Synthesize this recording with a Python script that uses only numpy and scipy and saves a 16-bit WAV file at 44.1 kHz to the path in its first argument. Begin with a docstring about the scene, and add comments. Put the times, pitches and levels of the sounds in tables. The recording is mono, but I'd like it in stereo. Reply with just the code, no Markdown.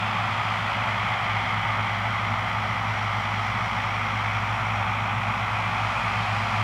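"""Twin turboprop taxiing past.

An airliner rolls slowly by, far across a grass airfield. Its propellers throb and chop a broad
rush of air; the engines add a wavering drone, a rumble, hiss and a thin whine. A ground bounce
combs the treble, and blade after blade cutting the same eddies gives the rush a hollow ring."""
import sys
import numpy as np
from scipy import signal
from scipy.fft import rfft, irfft, next_fast_len
from scipy.io import wavfile
from scipy.ndimage import map_coordinates

SR = 44100
rng = np.random.default_rng(int(sys.argv[2]) if len(sys.argv) > 2 else 0)


def pcm_store(signal):
    """Save signal as 16-bit PCM."""
    levels = np.round(np.clip(np.atleast_2d(signal), -1, 1) * 32767)
    wavfile.write(sys.argv[1], SR, levels.astype(np.int16).T)


N = 292383


def seconds():
    """Time of every sample."""
    return np.arange(N) / SR


def amp(db):
    """Decibels to gain."""
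    return 10 ** (np.asarray(db) / 20)


def unit(x):
    """x at rms 1."""
    return x / np.sqrt(np.mean(x ** 2) + 1e-20)


def along(points, hz):
    """(frequency [Hz], value) points read on a log axis."""
    knots_hz, values = np.transpose(points)
    return np.interp(np.log(hz + 1), np.log(knots_hz + 1), values)


def curves(rows):
    """One value per sample for each column after the time."""
    time_s, *columns = np.transpose(rows)
    return [np.interp(seconds(), time_s, column) for column in columns]


def swell(middle_s, width_s, db):
    """Bell-shaped level excursion in dB."""
    return db * np.exp(-.5 * ((seconds() - middle_s) / width_s) ** 2)


def wobble(rate_hz):
    """Smooth random curve, rate_hz knots a second."""
    knots = rng.standard_normal(int(N * rate_hz / SR) + 4)
    return map_coordinates(knots, [seconds() * rate_hz])


def phase_of(hz):
    """Running phase of a steady or moving frequency."""
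    return 2 * np.pi * (np.cumsum(hz * np.ones(N)) / SR + rng.random())


def filtered(x, response):
    """x through a complex frequency response."""
    size = next_fast_len(N + SR // 2)
    return irfft(rfft(x, size) * response(np.fft.rfftfreq(size, 1 / SR)), size)[..., :N]


def crested(x, centre_hz, width_hz, lift_db):
    """x with a bell-shaped spectral crest or hollow that may glide and swell."""
    hz, frame_s, spectra = signal.stft(x, SR, nperseg=1024)
    frame_at = np.minimum(frame_s * SR, N - 1).astype(int)
    per_frame = lambda curve: (curve * np.ones(N))[frame_at]
    bell = np.exp(-.5 * ((hz[:, None] - per_frame(centre_hz)) / width_hz) ** 2)
    return signal.istft(spectra * amp(bell * per_frame(lift_db)), SR)[1][:, :N]


# Left-right likeness: (frequency [Hz], correlation [ratio])
COHERENCE = [(25, 0.97), (100, .9995), (220, 1), (380, 0.92), (700, 0.91), (1000, 0.85), (1400, 0.63),
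             (2300, 0.57), (2750, 0.2), (3200, 0.85), (3900, 0.12), (5600, 0.49), (8000, 0.91),
             (11000, 0.18)]

def stereo_noise(spectrum):
    """Shaped noise at rms 1: alike in the bass, wider in the treble."""
    def mid_side_gains(hz):
        angle = np.arccos(np.clip(along(COHERENCE, hz), -1, 1)) / 2
        return amp(along(spectrum, hz)) * [np.cos(angle), np.sin(angle)]
    mid, side = filtered(rng.standard_normal((2, N)), mid_side_gains)
    return unit(np.array([mid + side, mid - side]))


# Propeller partials: (harmonic [x blade rate], relative level [dB])
BLADE_HARMONICS = [(1, 3.5), (2, 3), (3, -5)]

def propeller_tones(blade_phase):
    """Each passing blade pushes the air: a deep throb that grows as the propellers come abeam."""
    final_db, rise_db, rise_s = -48.5, 9, 1.5
    level_db = final_db - rise_db * np.exp(-seconds() / rise_s)
    tones = sum(amp(db + .8 * wobble(6.1)) * np.sin(k * (blade_phase + .071 * wobble(4.15)))
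                for k, db in BLADE_HARMONICS)
    return np.sqrt(2) * amp(level_db) * tones


# Slow drone swells: (time [s], level [dB])
DRONE_SWELLS = [(0, -34.5), (1.2, -35.5), (2, -33.5), (2.95, -32.5), (3.65, -34.5), (4.5, -31.5),
                (5.4, -33), (5.95, -35.5), (6.63, -31)]

def engine_drone():
    """The engines' wavering low note, with a weak octave."""
    pitch_hz, wander_hz, flutter_db = 105.5, .96, 1.6
    level_db, = curves(DRONE_SWELLS)
    phase = phase_of(pitch_hz + wander_hz * wobble(12))
    note = np.sin(phase) + amp(-21.5) * np.sin(2 * phase)
    return np.sqrt(2) * amp(level_db + flutter_db * wobble(14)) * note


# Exhaust noise: (frequency [Hz], relative density [dB])
RUMBLE_SPECTRUM = [(20, -29), (38, -24), (60, -18), (78, -9.5), (94, -17.5), (112, -2.5), (120, 0),
                   (135, -16.5), (150, -11.5), (170, -8), (238, -10), (280, -22.5), (430, -22), (500, -59)]

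def exhaust_rumble():
    """Steady low noise from the exhausts."""
    return amp(-37.5) * stereo_noise(RUMBLE_SPECTRUM)


# Repeats about one blade passage later: (delay [s], relative gain [ratio])
EDDY_REPEATS = [(.01605, .15), (.01745, .33)]

def blade_repeats(x, strength, dull_hz):
    """Each blade cuts nearly the same eddies as the last: dull repeats, a hollow ring."""
    repeats = lambda hz: sum(gain * np.exp(-2j * np.pi * hz * delay_s) for delay_s, gain in EDDY_REPEATS)
    return filtered(x, lambda hz: 1 + strength * repeats(hz) / (1 + (hz / dull_hz) ** 2))


# Mid-band air noise: (frequency [Hz], relative density [dB])
ROAR_SPECTRUM = [(250, -37), (455, -22), (520, -13.5), (640, -9), (740, -2.5), (860, -1), (1030, -3.5),
                 (1200, 0.84), (1330, -1.5), (1480, -6), (1680, -10.5), (2100, -14), (3500, -61)]

def roar():
    """Body of the rush, ringing with the blade repeats."""
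    return unit(blade_repeats(stereo_noise(ROAR_SPECTRUM), strength=.93, dull_hz=2400))


def over_ground(x):
    """Direct sound plus a ground bounce whose lag grows and settles as the aircraft rolls."""
    settled_ms, drift_ms, settle_s = .96, .093, .47
    flip_hz, flip_width_hz = 4800, 450  # bounce polarity inverts above flip_hz
    lag_ms = settled_ms - drift_ms * np.exp(-seconds() / settle_s)
    read_at = np.arange(N) - lag_ms * SR / 1000
    reflected = filtered(x, lambda hz: np.tanh((flip_hz - hz) / flip_width_hz))
    bounce = np.array([map_coordinates(side, [read_at], order=3) for side in reflected])
    bounce_db = -17.5 + swell(middle_s=1.6, width_s=1.1, db=5)
    return unit(x + amp(bounce_db) * bounce)


# Upper-mid air noise: (frequency [Hz], relative density [dB])
RASP_SPECTRUM = [(1200, -35), (1720, -5), (2020, 0.5), (2250, -1.5), (2500, -1.5), (2760, -6.5), (3000, -7),
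                 (3330, -7), (3650, -12.5), (4200, -23), (6000, -60)]
# Crest in the rasp: (time [s], centre [Hz], lift [dB])
RASP_GLIDE = [(0, 2700, 4), (.45, 2740, 2.5), (1.4, 2150, 2.5), (3.4, 2130, 2.5), (4.6, 2420, 5),
              (6.63, 2520, 4.5)]

def rasp():
    """Edge of the rush; its crest sinks, then climbs and grows."""
    crest_hz, crest_db = curves(RASP_GLIDE)
    noise = crested(stereo_noise(RASP_SPECTRUM), crest_hz, width_hz=180, lift_db=crest_db)
    return over_ground(blade_repeats(noise, strength=.98, dull_hz=4000))


# Treble air noise: (frequency [Hz], relative density [dB])
HISS_SPECTRUM = [(2800, -33), (3800, 1.5), (4150, 1.5), (4500, 0), (4950, 0.5), (5300, -2.5), (5800, -5),
                 (6300, -8.5), (7000, -10), (8400, -16.5), (9800, -17.5), (10500, -24), (15500, -38)]

def hiss():
    """Top of the rush; a crest comes and goes, then a hollow."""
    crest_db = swell(middle_s=3.5, width_s=1.5, db=4.4)
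    hollow_db = swell(middle_s=5.04, width_s=.54, db=-3)
    noise = crested(stereo_noise(HISS_SPECTRUM), centre_hz=5640, width_hz=330, lift_db=crest_db)
    noise = crested(noise, centre_hz=4670, width_hz=470, lift_db=hollow_db)
    return over_ground(blade_repeats(noise, strength=.71, dull_hz=6000))


# Air noise as the aircraft turns side-on: (time [s], roar [dB], rasp [dB], hiss [dB])
AIR_LEVELS = [(0, -27.4, -30.5, -46.5), (.55, -27, -30, -46.5), (1.2, -27.5, -29.5, -48),
              (2.6, -28.5, -32, -49), (3.4, -28.5, -31.5, -47.5), (5.2, -28, -32.5, -48.5),
              (5.95, -27.1, -31, -45), (6.63, -27.5, -30.5, -44)]

def air_rush(blade_phase):
    """Roar, rasp and hiss, chopped by the blades and flickering in the moving air."""
    roar_db, rasp_db, hiss_db = curves(AIR_LEVELS)
    chop = lambda depth: 1 + depth * np.cos(blade_phase)
    return (roar() * amp(roar_db + .14 * wobble(12)) * chop(depth=.047)
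            + rasp() * amp(rasp_db + .25 * wobble(12)) * chop(depth=.14)
            + hiss() * amp(hiss_db + .28 * wobble(14)) * chop(depth=.12))


# Stereo balance: (frequency [Hz], left minus right [dB])
BALANCE = [(600, 1.5), (1200, -0.5), (2200, -1.1), (3200, -2), (4500, 1.8), (7000, -0.5), (12000, 1)]

def at_microphones(x, lead_ms):
    """Sound reaches the left microphone first; each side has its own colour."""
    sides = np.array([[.5], [-.5]])
    advance = lambda hz: np.exp(2j * np.pi * hz * sides * lead_ms / 1000)
    return filtered(x, lambda hz: amp(sides * along(BALANCE, hz)) * advance(hz))


def compressor_whine():
    """Two thin, blurred compressor tones: the lower fades, the higher swells once."""
    low_hz, high_hz, blur_hz, fade_db_per_s = 4970, 9010, 35, 1.7
    low_db = -67.5 - fade_db_per_s * seconds()
    high_db = -80 + swell(middle_s=6.05, width_s=.42, db=14)
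    def tone(hz, db):
        gain = np.sqrt(2) * amp(db + 1.8 * wobble(12))
        return gain * np.sin(phase_of(hz + blur_hz * wobble(150)))
    return np.array([tone(low_hz, low_db) + tone(high_hz, high_db) for _ in range(2)])


def scene():
    """Propellers and engines, both propellers governed to one nearly constant speed."""
    blade_hz, wander_hz = 56.65, .078
    blade_phase = phase_of(blade_hz + wander_hz * wobble(2.27))
    bass = propeller_tones(blade_phase) + engine_drone() + exhaust_rumble()
    air = at_microphones(air_rush(blade_phase), lead_ms=.016)
    return bass + air + compressor_whine()


def record(dry):
    """Faint microphone hiss, then a hard band limit."""
    noise_db, top_hz = -60, 15750
    noise_colour = lambda hz: amp(along([(1000, 0), (11000, 0), (15500, -2)], hz))
    self_noise = filtered(rng.standard_normal((2, N)), noise_colour)
    return filtered(dry + amp(noise_db) * self_noise, lambda hz: hz < top_hz)


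dry = scene()
out = record(dry)
pcm_store(out)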